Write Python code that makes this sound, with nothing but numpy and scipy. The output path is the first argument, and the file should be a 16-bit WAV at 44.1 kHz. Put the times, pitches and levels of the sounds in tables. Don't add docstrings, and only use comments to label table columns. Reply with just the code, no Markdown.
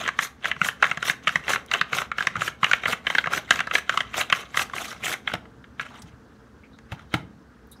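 import sys
import numpy as np
from scipy import signal
from scipy.fft import rfft, irfft, next_fast_len
from scipy.io import wavfile
from scipy.ndimage import uniform_filter1d, map_coordinates

SR = 44100
rng = np.random.default_rng(int(sys.argv[2]) if len(sys.argv) > 2 else 0)


def unload_audio(sound):
    columns = np.transpose(np.atleast_2d(sound))
    steps = np.round(np.clip(columns, -1, 1) * 32767)
    wavfile.write(sys.argv[1], SR, steps.astype(np.int16))


N = 343980

# (frequency [Hz], relative density [dB per Hz])
HUM_SPECTRUM = [(15, -56), (25, -34.5), (48, -2.5), (70, 7.5), (86, -8), (129, 0), (152, -12), (261, -5.5),
                (315, -12), (447, -13.5), (634, -21), (1590, -17), (2250, -32.5), (6100, -38),
                (15700, -63.5)]
# (frequency [Hz], width [Hz], relative level [dB])
DRONE_TONES = [(222, 36, 0), (444, 12, -6)]
# (frequency [Hz], t60 [s])
KITCHEN_T60 = [(150, 0.84), (1500, 0.29), (10000, 0.23)]
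# (time [s], level
# [dB], length [s], centre [Hz], width of each of two filter passes [Hz])
BRUSHES = [(5.988, -58, 0.034, 8400, 1500), (6.019, -44, 0.016, 5000, 4950), (6.634, -55, 0.043, 2300, 494),
           (6.731, -61.5, 0.05, 3800, 395), (6.911, -58, 0.013, 2620, 900), (7.1, -62, 0.031, 3830, 710),
           (7.671, -62.5, .006, 12300, 3946), (7.714, -49, 0.027, 10200, 5060),
           (7.717, -55.5, 0.044, 3880, 495), (7.762, -63, 0.034, 5050, 800),
           (1.662, -43.5, 0.0028, 6600, 6000), (2.49, -53, 0.11, 2190, 70), (4.763, -57, .006, 7000, 7000),
           (5.902, -50, 0.16, 1020, 710)]
# (time [s], boom peak [dB], click peak re boom [dB], contact [s])
LANDINGS = [(2.372, -28, -26, 0.0042), (5.336, -24.5, 12, 0.002), (6.031, -36, -18, 0.0048),
            (6.918, -22.5, 0, 0.0063), (7.139, -13.5, 4, 0.0022)]
# (frequency [Hz], width [Hz], relative level [dB])
COUNTER_MODES = [(111, 28.4, -2), (149, 21, -5), (171, 16, 0.5), (317, 30, -3), (836, 78, 6.5)]
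# (frequency [Hz], width [Hz], relative level [dB])
FRAME_MODES = [(377, 307, -4), (743, 184, -1.5), (1095, 225, -3), (1372, 211, 0.5), (1605, 220, -2),
               (2112, 285, -2.5), (2690, 272, -5.5), (3112, 306, -6.5), (3840, 470, -12)]
# (frequency [Hz], relative density [dB per Hz])
HISS_SPECTRUM = [(2060, -25), (3500, 0.5), (3750, -2), (4040, -4), (4790, -8), (6190, -2.5), (8420, -11.5),
                 (11500, -16), (14700, -19), (15700, -30)]
# (time at full speed [s], held [s], deck rasp [dB], wet hiss [dB])
CUTS = [(.21, 0.049, -37, -37), (.645, 0.043, -31.5, -35.5), (1.053, 0.059, -30.5, -36),
        (1.492, 0.06, -27, -36.5), (1.948, 0.073, -29, -37.5), (2.416, 0.068, -32.5, -39.5),
        (2.875, 0.057, -29, -38.5), (3.33, 0.057, -30, -39), (3.74, 0.048, -31, -39),
        (4.17, 0.046, -29, -35.5), (4.57, 0.057, -31.5, -35), (5.05, 0.088, -28.5, -35.5)]
# (time at full speed [s], held [s], deck rasp [dB], wet hiss [dB])
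RETURNS = [(0, 0.072, -30.5, -46), (.455, 0.035, -35.5, -45.5), (.83, 0.09, -36.5, -45.5),
           (1.278, 0.099, -39.5, -47), (1.725, 0.062, -33, -45.5), (2.185, .1, -36.5, -47),
           (2.638, 0.13, -36, -45), (3.075, 0.15, -35.5, -45.5), (3.51, 0.088, -32, -42),
           (3.9, 0.12, -37, -46.5), (4.325, 0.091, -35, -43.5), (4.755, 0.17, -34.5, -39.5)]
# (time at full speed [s], held [s], deck rasp [dB])
DRAGS = [(1.238, 0.003, -46.5), (2.36, 0.0068, -52), (5.278, 0.04, -39.5), (5.803, 0.025, -42),
         (5.85, 0.073, -54), (5.945, 0.036, -47), (6.073, 0.011, -50.5), (6.925, .005, -43.5),
         (6.995, 0.035, -53.5), (7.144, 0.0091, -35.5)]
# (time [s], body peak [dB], centre [Hz])
CLACKS = [(0.06, -17, 1646), (.076, -12.5, 1557), (.087, -10.5, 1530), (.188, -3.5, 1970),
          (.225, -17.5, 2180), (0.443, -14, 2270), (.453, -8.5, 1860), (0.513, -7.5, 1700),
          (0.563, -24.5, 1290), (.614, -5, 1660), (0.645, -14, 1946), (.685, -8, 1700), (.824, -1.5, 1654),
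          (0.828, -5.6, 2010), (0.84, -6, 1803), (0.852, -15.5, 1740), (.863, -18.5, 1740),
          (0.912, -7.5, 1680), (0.972, -16.5, 1410), (1.025, -11.5, 1735), (1.052, -19, 2320),
          (1.082, -15, 1856), (1.096, -2.5, 1720), (1.271, -7, 1840), (1.277, -7, 2092),
          (1.29, -13.5, 1616), (1.356, -3.5, 1677), (1.479, -10.5, 2110), (1.491, -17, 1690),
          (1.503, -20, 2070), (1.532, -7.5, 2210), (1.557, -10.5, 1720), (1.713, -11.5, 2130),
          (1.736, -7, 2287), (1.746, -14.5, 1610), (1.811, -4, 1754), (1.929, -8.5, 1900),
          (1.948, -23, 1640), (1.983, -11, 2150), (2.016, -18.5, 1635), (2.115, -11.5, 1530),
          (2.182, -11, 1830), (2.205, -10.5, 1435), (2.223, -16, 2200), (2.269, -3.5, 1850),
          (2.354, -14.5, 1310), (2.364, -16.5, 1510), (2.407, -19, 2300), (2.417, -9.5, 1466),
          (2.477, -11.5, 1800), (2.63, -5.5, 1340), (2.642, -4, 2530), (2.664, -17.5, 2250),
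          (2.712, -5, 1690), (2.732, -2.5, 1820), (2.834, -17.5, 1240), (2.855, -8.5, 1600),
          (2.879, -12, 1660), (2.929, -12.5, 1450), (3.067, -8, 1820), (3.1, -11, 1650),
          (3.149, -6.5, 1867), (3.182, -3.5, 1894), (3.24, -14.5, 1704), (3.258, -15.5, 1253),
          (3.27, -14, 1416), (3.333, -10, 1736), (3.375, -13.5, 1598), (3.319, -23, 1785),
          (3.506, -0.5, 1880), (3.52, -14, 1700), (3.557, -18.5, 2000), (3.59, -10, 1680),
          (3.603, -9, 1770), (3.67, -15.5, 1265), (3.71, -9.5, 1570), (3.737, -20, 2050),
          (3.751, -2.5, 2110), (3.78, -15, 1543), (3.893, -3.5, 2054), (3.922, -19.5, 1450),
          (3.973, -5.5, 1890), (4.004, -10, 1770), (4.14, -16.5, 1740), (4.21, -13.5, 1510),
          (4.299, -13, 2010), (4.324, -0.3, 1830), (4.329, -17.5, 1623), (4.543, -19, 1900),
          (4.571, -3.5, 1820), (4.592, -11.5, 1830), (4.616, -16.5, 2620), (4.696, -26.5, 1510),
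          (4.734, -17.5, 1400), (4.762, -20.5, 1400), (4.78, -16, 2260), (5.064, -14.5, 1900),
          (5.09, -21.5, 2040), (5.137, -16.5, 2270), (5.274, -10.5, 1790), (5.297, -24.5, 1340),
          (5.316, -23, 1435), (5.333, -28.5, 1920), (5.35, -22, 1860), (5.453, -40, 1410),
          (5.64, -33, 1420), (5.795, -16.5, 1470), (5.81, -24, 1490), (6.786, -37.5, 1930),
          (6.992, -37, 1530)]

HUM_DB, DRONE_RE_AIR_DB = -51, -4.5
HITS_TO_ROOM_DB, RUBS_TO_ROOM_DB = -15.0, -14
DRAG_HISS_RE_RASP_DB, TABLE_RE_RASP_DB = -9.5, -16
BRIGHTNESS_REF_DB = -49.5
USUAL_DB, USUAL_HZ = -12, 1700
CRACK_AT_USUAL_DB, CRACK_DB_PER_FORCE_DB, CRACK_DB_PER_OCTAVE = -32, 0.97, 10
PUSH_AT_USUAL_DB, PUSH_DB_PER_FORCE_DB, PUSH_DB_PER_OCTAVE = -29.5, 0.86, -16.5
BLOW_SCATTER_DB, MODE_SCATTER_DB = 4.5, 2.5
MIC_CORNER_HZ, TOP_HZ = 42, 15750


def amp(db):
    return 10 ** (np.asarray(db) / 20)


def unit(x):
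    return x / np.sqrt(np.mean(x ** 2) + 1e-20)


def peak_one(x):
    return x / np.abs(x).max()


def along(points, hz):
    f, v = np.transpose(points)
    return np.interp(np.log(hz + 1), np.log(f + 1), v)


def wobble(knots_per_s):
    knots = rng.standard_normal(int(N * knots_per_s / SR) + 4)
    return map_coordinates(knots, [np.arange(N) * knots_per_s / SR])


def filtered(x, response):
    m = next_fast_len(len(x) + SR // 4)
    return irfft(rfft(x, m) * response(np.fft.rfftfreq(m, 1 / SR)), m)[:len(x)]


def resonance(f, hz, width_hz):
    return 1j * f * width_hz / (hz * hz - f * f + 1j * f * width_hz)


def mode_sum(f, modes, extra_db):
    return sum((-1) ** k * amp(db + extra_db[k]) * resonance(f, hz, width_hz)
               for k, (hz, width_hz, db) in enumerate(modes))


def patchy(depth_db):
    z = signal.stft(rng.standard_normal(N), nperseg=256)[2]
    field = uniform_filter1d(rng.standard_normal(z.shape), size=6, axis=0)
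    field = uniform_filter1d(field, size=5, axis=1)
    return signal.istft(z * amp(depth_db * unit(field)), nperseg=256)[1][:N]


def burst(t, rise_s, t60_s):
    envelope = (1 - np.exp(-(t / rise_s) ** 2)) * amp(-60 * t / t60_s)
    return rng.standard_normal(len(t)) * envelope


def add_at(out, s, x):
    out[round(s * SR):][:len(x)] += x


def hum():
    air = unit(filtered(patchy(depth_db=2.0), lambda f: amp(along(HUM_SPECTRUM, f))))
    drone = unit(filtered(rng.standard_normal(N), lambda f: sum(
        amp(db) * resonance(f, hz, width_hz) for hz, width_hz, db in DRONE_TONES)))
    return amp(HUM_DB + 0.53 * wobble(2.2)) * (air + amp(DRONE_RE_AIR_DB) * drone)


def kitchen(x):
    out, step = np.zeros(N + SR), SR // 8
    for start in range(0, N, step):
        hz, t, z = signal.stft(rng.standard_normal(SR // 2), SR, nperseg=256)
        decay = amp(-60 * t / along(KITCHEN_T60, hz)[:, None])
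        tail = signal.istft(z * decay, SR, nperseg=256)[1]
        wet = signal.fftconvolve(x[start:start + step], tail / np.linalg.norm(tail))
        out[start + 130:][:len(wet)] += wet
    return out[:N]


def brushes():
    out, t = np.zeros(N + SR), np.arange(SR // 8) / SR
    for s, db, length_s, hz, width_hz in BRUSHES:
        noise = rng.standard_normal(len(t))
        swish = unit(filtered(noise, lambda f: resonance(f, hz, width_hz) ** 2))
        envelope = np.sin(np.pi * np.clip(t / length_s, 0, 1) ** 0.38)
        add_at(out, s, amp(db) * swish * envelope)
    return out[:N]


def frame(f, struck_db=np.zeros(len(FRAME_MODES))):
    return mode_sum(f, FRAME_MODES, struck_db) * 1j * f / (700 + 1j * f)


def counter(f):
    return mode_sum(f, COUNTER_MODES, np.zeros(len(COUNTER_MODES)))


def landings():
    out, t = np.zeros(N + SR), np.arange(SR // 3) / SR
    for s, boom_db, click_db, contact_s in LANDINGS:
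        push = np.sin(np.pi * np.clip(t / contact_s, 0, 1))
        boom = filtered(push + 0.31 * burst(t, 0.0031, 0.13), counter)
        click = filtered(burst(t, 0.00092, 0.03),
                         lambda f: frame(f) + 0.039 * resonance(f, 4100, 3400))
        add_at(out, s, amp(boom_db) * (peak_one(boom) + amp(click_db) * peak_one(click)))
    return out[:N]


def stroke_gains(rows, rise_s, fall_s, sag_db_per_s):
    t = np.arange(N) / SR
    rasp, hiss = np.zeros((2, N))
    for s, held_s, rasp_db, hiss_db in rows:
        away = np.clip(np.maximum((s - t) / rise_s, (t - s - held_s) / fall_s), 0, None)
        sag_db = sag_db_per_s * np.clip(t - s, 0, held_s)
        rasp += amp(rasp_db - sag_db - 7.4 * away ** 0.95)
        hiss += amp(hiss_db - sag_db - 11.6 * away ** 0.66)
    return np.array([rasp, hiss])


def rubbing():
    drags = [(s, held_s, db, db + DRAG_HISS_RE_RASP_DB) for s, held_s, db in DRAGS]
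    rasp, hiss = (stroke_gains(CUTS, rise_s=0.018, fall_s=0.013, sag_db_per_s=13)
                  + stroke_gains(RETURNS, rise_s=0.015, fall_s=0.025, sag_db_per_s=32)
                  + stroke_gains(drags, rise_s=0.011, fall_s=0.018, sag_db_per_s=30))
    grip = amp(2.2 * wobble(80) + 3 * wobble(350))
    tears = (rng.random(N) < 400 / SR) * rng.laplace(0, 5, N)
    deck = unit(filtered(grip * patchy(depth_db=5.0) + tears, frame))
    wet = unit(filtered(grip ** 0.65 * patchy(depth_db=3.0),
                        lambda f: amp(along(HISS_SPECTRUM, f))))
    treble = filtered(wet, lambda f: 1 / (1 + (8000 / (f + 1)) ** 4))
    wet += treble * ((hiss / amp(BRIGHTNESS_REF_DB)) ** 0.45 - 1)
    table = unit(filtered(rng.standard_normal(N), lambda f: resonance(f, 140, 140)))
    return rasp * (deck + amp(TABLE_RE_RASP_DB) * table) + hiss * wet


def clacks():
    out, t = np.zeros(N + SR), np.arange(SR // 10) / SR
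    for s, db, hz in CLACKS:
        spot_db = rng.normal(0, MODE_SCATTER_DB, len(FRAME_MODES))
        force_db, octaves = db - USUAL_DB, np.log2(hz / USUAL_HZ)
        crack_db = CRACK_AT_USUAL_DB + CRACK_DB_PER_FORCE_DB * force_db + CRACK_DB_PER_OCTAVE * octaves
        crack_db += rng.normal(0, BLOW_SCATTER_DB)
        push_db = PUSH_AT_USUAL_DB + PUSH_DB_PER_FORCE_DB * force_db + PUSH_DB_PER_OCTAVE * octaves
        push_db += rng.normal(0, BLOW_SCATTER_DB)
        force = burst(t, 0.00096, 0.013) + 0.32 * burst(t, 0.0019, 0.035)
        body = filtered(force, lambda f: frame(f, spot_db) * resonance(f, hz, 0.65 * hz))
        crack = filtered(burst(t, 0.0013, 0.018),
                         lambda f: amp(along(HISS_SPECTRUM, f)) * resonance(f, 5600, 6200) ** 2)
        push = np.sin(2 * np.pi * rng.uniform(140, 191) * t)
        push *= (1 - np.exp(-t / 0.0053)) * amp(-60 * t / 0.038)
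        clack = amp(db) * peak_one(body) + amp(crack_db) * peak_one(crack) + amp(push_db) * push
        add_at(out, s, clack)
    return out[:N]


def scene():
    hits = clacks() + landings()
    rubs = rubbing() + brushes()
    room = kitchen(amp(HITS_TO_ROOM_DB) * hits + amp(RUBS_TO_ROOM_DB) * rubs)
    return (hits + rubs + room + hum())[None]


def record(dry):
    def response(hz):
        return (1j * hz / (MIC_CORNER_HZ + 1j * hz)) ** 2 * (hz < TOP_HZ)
    return filtered(dry[0], response)[None]


dry = scene()
out = record(dry)
unload_audio(out)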